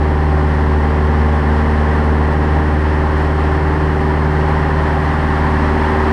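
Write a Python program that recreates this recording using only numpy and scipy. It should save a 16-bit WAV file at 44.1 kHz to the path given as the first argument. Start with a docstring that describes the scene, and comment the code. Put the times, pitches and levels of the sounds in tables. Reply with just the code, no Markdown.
"""A steady engine drone is heard throughout, with air noise, inside the closed cockpit of a light aircraft
in a steep descending turn. Sines locked to one crankshaft form the tones of a four-cylinder four-stroke engine
and its two-bladed propeller. Noise pulsed by the firings excites panel resonances and makes a rasp.
Spectrally shaped noise makes the air rushing over the canopy, louder as the aircraft gathers speed,
and the low rumble of the airframe."""
import sys
import numpy as np
from scipy import signal
from scipy.fft import rfft, irfft, next_fast_len
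from scipy.io import wavfile

SR = 44100
rng = np.random.default_rng(int(sys.argv[2]) if len(sys.argv) > 2 else 0)


def put_to_file(sound):
    """Save the sound as 16-bit audio at rate SR, in the file named by the first command-line argument."""
    columns = np.atleast_2d(sound).T  # one column per channel
    safe = np.clip(columns, -1, 1)
    whole_steps = np.round(safe * 32767)
    wavfile.write(sys.argv[1], SR, whole_steps.astype(np.int16))


N = 269892

# Drone where blade passes and firings add up: harmonic (multiple of firing rate), usual level_db
DRONE_HARMONICS = [(1, -14.5), (2, -24), (3, -23.5), (4, -28), (5, -26.5), (6, -30.5)]
# Swells and fades of single drone harmonics: middle_s, harmonic, half_length_s, change_db
DRONE_SWELLS = [(0.148, 3, 0.69, -7.5), (0.35, 6, 0.23, -10.5), (0.358, 2, 0.24, 3), (1.197, 4, 0.71, -15),
                (1.804, 5, 0.6, -3.5), (3.1, 3, 0.82, -5.5), (3.3, 6, 0.36, -8.5), (3.553, 3, 0.29, -18),
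                (4.347, 2, 0.7, 4), (4.7, 3, 0.85, -6.5), (4.95, 1, 1.87, -3), (5.1, 4, 1.22, -6.5),
                (5.15, 5, 0.2, -3), (5.2, 6, 1.47, -13), (6.1, 2, 0.31, -4.5), (6.1, 5, 0.23, 4)]
# Lines from the unequal cylinders and the exhaust: order (multiple of crankshaft speed), usual level_db
ENGINE_ORDERS = [(1.0, -31.6), (1.5, -44.2), (2.5, -38.9), (3.0, -44.2), (3.5, -32.9), (4.5, -43.7),
                 (5.0, -43.1), (5.5, -45.1), (6.5, -33.1), (7.0, -44.3), (7.5, -30.9), (8.5, -46.5),
                 (9.5, -39.3), (10.5, -35.7), (11.0, -46.5), (11.5, -41.1), (12.5, -45.1), (13.5, -43.1),
                 (14.0, -40.3), (14.5, -39.3), (15.5, -40.1), (16.0, -41.9), (17.0, -45.1), (18.0, -47.6),
                 (19.0, -48.1), (20.0, -43.1), (20.5, -39.6), (21.0, -38.1), (21.5, -39.0), (22.0, -42.1),
                 (23.0, -40.1), (24.0, -42.0)]
# Relative strength of each cylinder's firing, in firing order: level_db
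CYLINDER_LEVELS = [-2, -3, -3, -2]
# Panels that ring with the firings: pitch_hz, width_hz, relative level_db
PANEL_MODES = [(786, 33, -2.5), (805.5, 29, 9.5), (865, 33, 1), (926, 55, 3), (1022, 82, 0.5)]
# Relative strength of the airflow, growing with airspeed: time_s, level_db
AIRFLOW = [(0.0, -23.5), (1.6, -22), (4.1, -22), (6.12, -17.5)]
# Bumps of turbulence: middle_s, lift_db
TURBULENCE_BUMPS = [(1.38, 0.8), (1.56, 1.5), (1.92, 2), (3.2, 2), (3.48, 1.2), (4.52, 1.5), (4.88, 1.5)]
# Spectrum of air rushing over the canopy: frequency_hz, relative density_db per Hz
RUSH_SPECTRUM = [(300, -14.5), (740, -7), (900, 1), (1080, 0), (1300, -5.5), (1930, -5.5), (2350, -16.5),
                 (3100, -19), (3700, -26.5), (5400, -30), (6200, -37.5), (8000, -42.5), (11800, -53.5),
                 (14000, -65)]
# Canopy resonances and the thin whistle of its seal: pitch_hz, width_hz, lift_db
CANOPY_MODES = [(1386, 24, 4), (1602, 60, 2.5), (1760, 57, 4), (1880, 100, 2.5), (4270, 250, 3),
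                (8770, 810, 9.5), (11200, 900, 4.5)]
# Spectrum of the airframe shaken by turbulent air: frequency_hz, relative density_db per Hz
RUMBLE_SPECTRUM = [(10, -16), (20, -9), (35, -5), (52, -14), (70, 6), (90, -2), (170, -1.5), (250, -0.5),
                   (340, -4), (480, -6), (580, -6.5), (720, -8), (1100, -23), (3000, -57.5)]

# The engine holds its speed, then winds up slightly in the dive and settles
START_RPM, TOP_RPM, WIND_UP_FROM_S, WIND_UP_RPM_PER_S = 2263.5, 2292.5, 0.55, 7.0
BUMP_HALF_S = 0.066
HISS_ABOVE_HZ, HISS_FOLLOWS = 2000, 0.68   # the hiss takes this share of the airflow's swing in dB
RASP_PER_BUMP = 1.5   # extra dB of rasp for each dB of a bump
CUTOFF_HZ = 15000   # stopband edge


def crank_turns(unsteady_share):
    """Phase as the integral of rate: shaft speed summed over time gives turns since the start."""
    t = np.arange(N) / SR
    rpm = np.clip(START_RPM + WIND_UP_RPM_PER_S * (t - WIND_UP_FROM_S), START_RPM, TOP_RPM)
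    rpm = rpm * (1 + unsteady_share * drift(8.2))
    return np.cumsum(rpm / 60) / SR


def drone(turns, scatter_rad, waver_db):
    """Harmonic series: two pressure steps per turn, phases scattered more at higher harmonics by reflections."""
    out, t = 0, np.arange(N) / SR
    for harmonic, usual_db in DRONE_HARMONICS:
        k = round(harmonic)
        swell_db = 0
        for middle_s, which, half_s, change_db in DRONE_SWELLS:
            if round(which) == k:
                swell_db = swell_db + change_db * np.exp(-((t - middle_s) / half_s) ** 2)
        phase = 2 * np.pi * 2 * k * turns + scatter_rad * (k - 1) * rng.standard_normal()
        level_db = usual_db + swell_db + k * waver_db * drift(6.8)
        out = out + from_db(level_db) * np.sqrt(2) * np.sin(phase)   # root two: the level is rms
    return out


def exhaust(turns, waver_db, waver_rad):
    """Periodicity: the firing pattern repeats every second turn, so half orders beat against the drone."""
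    out = 0
    for order, usual_db in ENGINE_ORDERS:
        exact_order = round(2 * order) / 2
        phase = 2 * np.pi * (exact_order * turns + rng.random()) + waver_rad * drift(0.49)
        level_db = usual_db + waver_db * drift(1.0)
        out = out + from_db(level_db) * np.sqrt(2) * np.sin(phase)
    return out


def firing_bursts(turns, decay_share, uneven_db):
    """Exponential decay: each firing starts at its cylinder's strength and falls until the next."""
    firing = (2 * turns).astype(int)
    since = 2 * turns % 1   # in firing intervals, as is decay_share
    chance_db = uneven_db * rng.standard_normal(N)[firing]
    strength_db = np.take(CYLINDER_LEVELS, firing, mode="wrap") + chance_db
    return rms_one(from_db(strength_db) * np.exp(-since / decay_share))


def panel_rasp(bursts):
    """Forced resonance: noise pulsed by the firings sets the firewall and cowling ringing."""
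    knocks = bursts * rng.standard_normal(N)
    rings = sum(from_db(db) * resonate(knocks, hz, width_hz) for hz, width_hz, db in PANEL_MODES)
    band = signal.butter(2, [720, 1300], "band", fs=SR, output="sos")
    return rms_one(signal.sosfilt(band, rings))


def slipstream(bursts, throb_share, flutter_db):
    """Amplitude modulation: air noise through the canopy throbs a little with engine and propeller."""
    throb = 1 + throb_share * (bursts - 1)
    turbulence = rng.standard_normal(N) * throb * from_db(flutter_db * drift(13))
    return coloured(turbulence, RUSH_SPECTRUM, CANOPY_MODES)


def steady_hiss(air, gust_db):
    """Frequency-dependent gain: the top of the rush swells less than its middle."""
    high = signal.butter(2, HISS_ABOVE_HZ, "high", fs=SR, output="sos")
    hiss = signal.sosfiltfilt(high, air)   # zero phase, so it adds in step with the air
    return air + hiss * (from_db((HISS_FOLLOWS - 1) * gust_db) - 1)


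def bumps_db():
    """Superposition of Gaussian envelopes: a short swell for each bump of turbulence."""
    t = np.arange(N) / SR
    return sum(db * np.exp(-((t - s) / BUMP_HALF_S) ** 2) for s, db in TURBULENCE_BUMPS)


def airframe_rumble():
    """Random excitation: turbulent air shakes the airframe, giving noise with mostly low frequencies."""
    return coloured(rng.standard_normal(N), RUMBLE_SPECTRUM)


def coloured(x, spectrum, modes=()):
    """Spectral shaping: noise takes a smooth spectrum, lifted at each resonance, with unit rms."""
    size = next_fast_len(N)
    hz = np.maximum(np.fft.rfftfreq(size, 1 / SR), 1)
    points_hz, levels_db = np.transpose(spectrum)
    db = np.interp(np.log(hz), np.log(points_hz), levels_db)
    for centre_hz, width_hz, lift_db in modes:
        db = db + lift_db / (1 + (2 * (hz - centre_hz) / width_hz) ** 2)
    return rms_one(irfft(rfft(x, size) * from_db(db), size)[:N])


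def resonate(x, hz, width_hz):
    """Damped oscillator: a two-pole resonance with gain near 1 at its peak."""
    r = np.exp(-np.pi * width_hz / SR)
    zeros = np.array([1, 0, -1]) * (1 - r * r) / 2
    poles = [1, -2 * r * np.cos(2 * np.pi * hz / SR), r * r]
    return signal.lfilter(zeros, poles, x)


def drift(rate_hz):
    """Low-passed random process: slow chance of spread 1, changing about rate_hz times a second."""
    r = np.exp(-200 * np.pi * rate_hz / SR)   # one step per 100 samples
    chance = rng.standard_normal(N // 100 + 1002)
    slow = signal.lfilter([1], [1, -2 * r, r * r], chance)[1000:]   # drop the filter's start
    return np.interp(np.arange(N) / 100, np.arange(len(slow)), rms_one(slow))


def in_time(rows):
    """Linear interpolation: each column of a curve table, sample by sample."""
    s, *columns = np.transpose(rows)
    return [np.interp(np.arange(N) / SR, s, c) for c in columns]


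def from_db(db):
    """Logarithmic level: decibels to amplitude gain."""
    return 10 ** (np.asarray(db) / 20)


def rms_one(x):
    """Normalisation of power: scale to unit rms."""
    return x / np.sqrt(np.mean(x ** 2) + 1e-20)


def scene():
    """Common causes: one shaft drives all tones; airflow drives rush and, more weakly, rumble; bumps lift rasp most."""
    turns, bump_db = crank_turns(unsteady_share=.0004), bumps_db()
    air_db = in_time(AIRFLOW)[0] + bump_db
    gust_db = air_db - air_db.mean()
    bursts = firing_bursts(turns, decay_share=0.99, uneven_db=1.8)

    tones = drone(turns, scatter_rad=0.44, waver_db=0.2433) + exhaust(turns, waver_db=1.35, waver_rad=0.14)
    rasp = from_db(-29.5 + 0.5 * gust_db + RASP_PER_BUMP * bump_db) * panel_rasp(bursts)
    air = slipstream(bursts, throb_share=0.07, flutter_db=0.4)
    rush = from_db(air_db - 3.0) * steady_hiss(air, gust_db)
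    rumble = from_db(-25.4 + 0.52 * gust_db) * airframe_rumble()
    return (tones + rasp + rush + rumble)[None]


def record(dry):
    """Band limiting: a steep low-pass removes the top of the spectrum."""
    low_pass = signal.cheby2(12, 70, CUTOFF_HZ, fs=SR, output="sos")
    return signal.sosfilt(low_pass, dry)


dry = scene()
out = record(dry)
put_to_file(out)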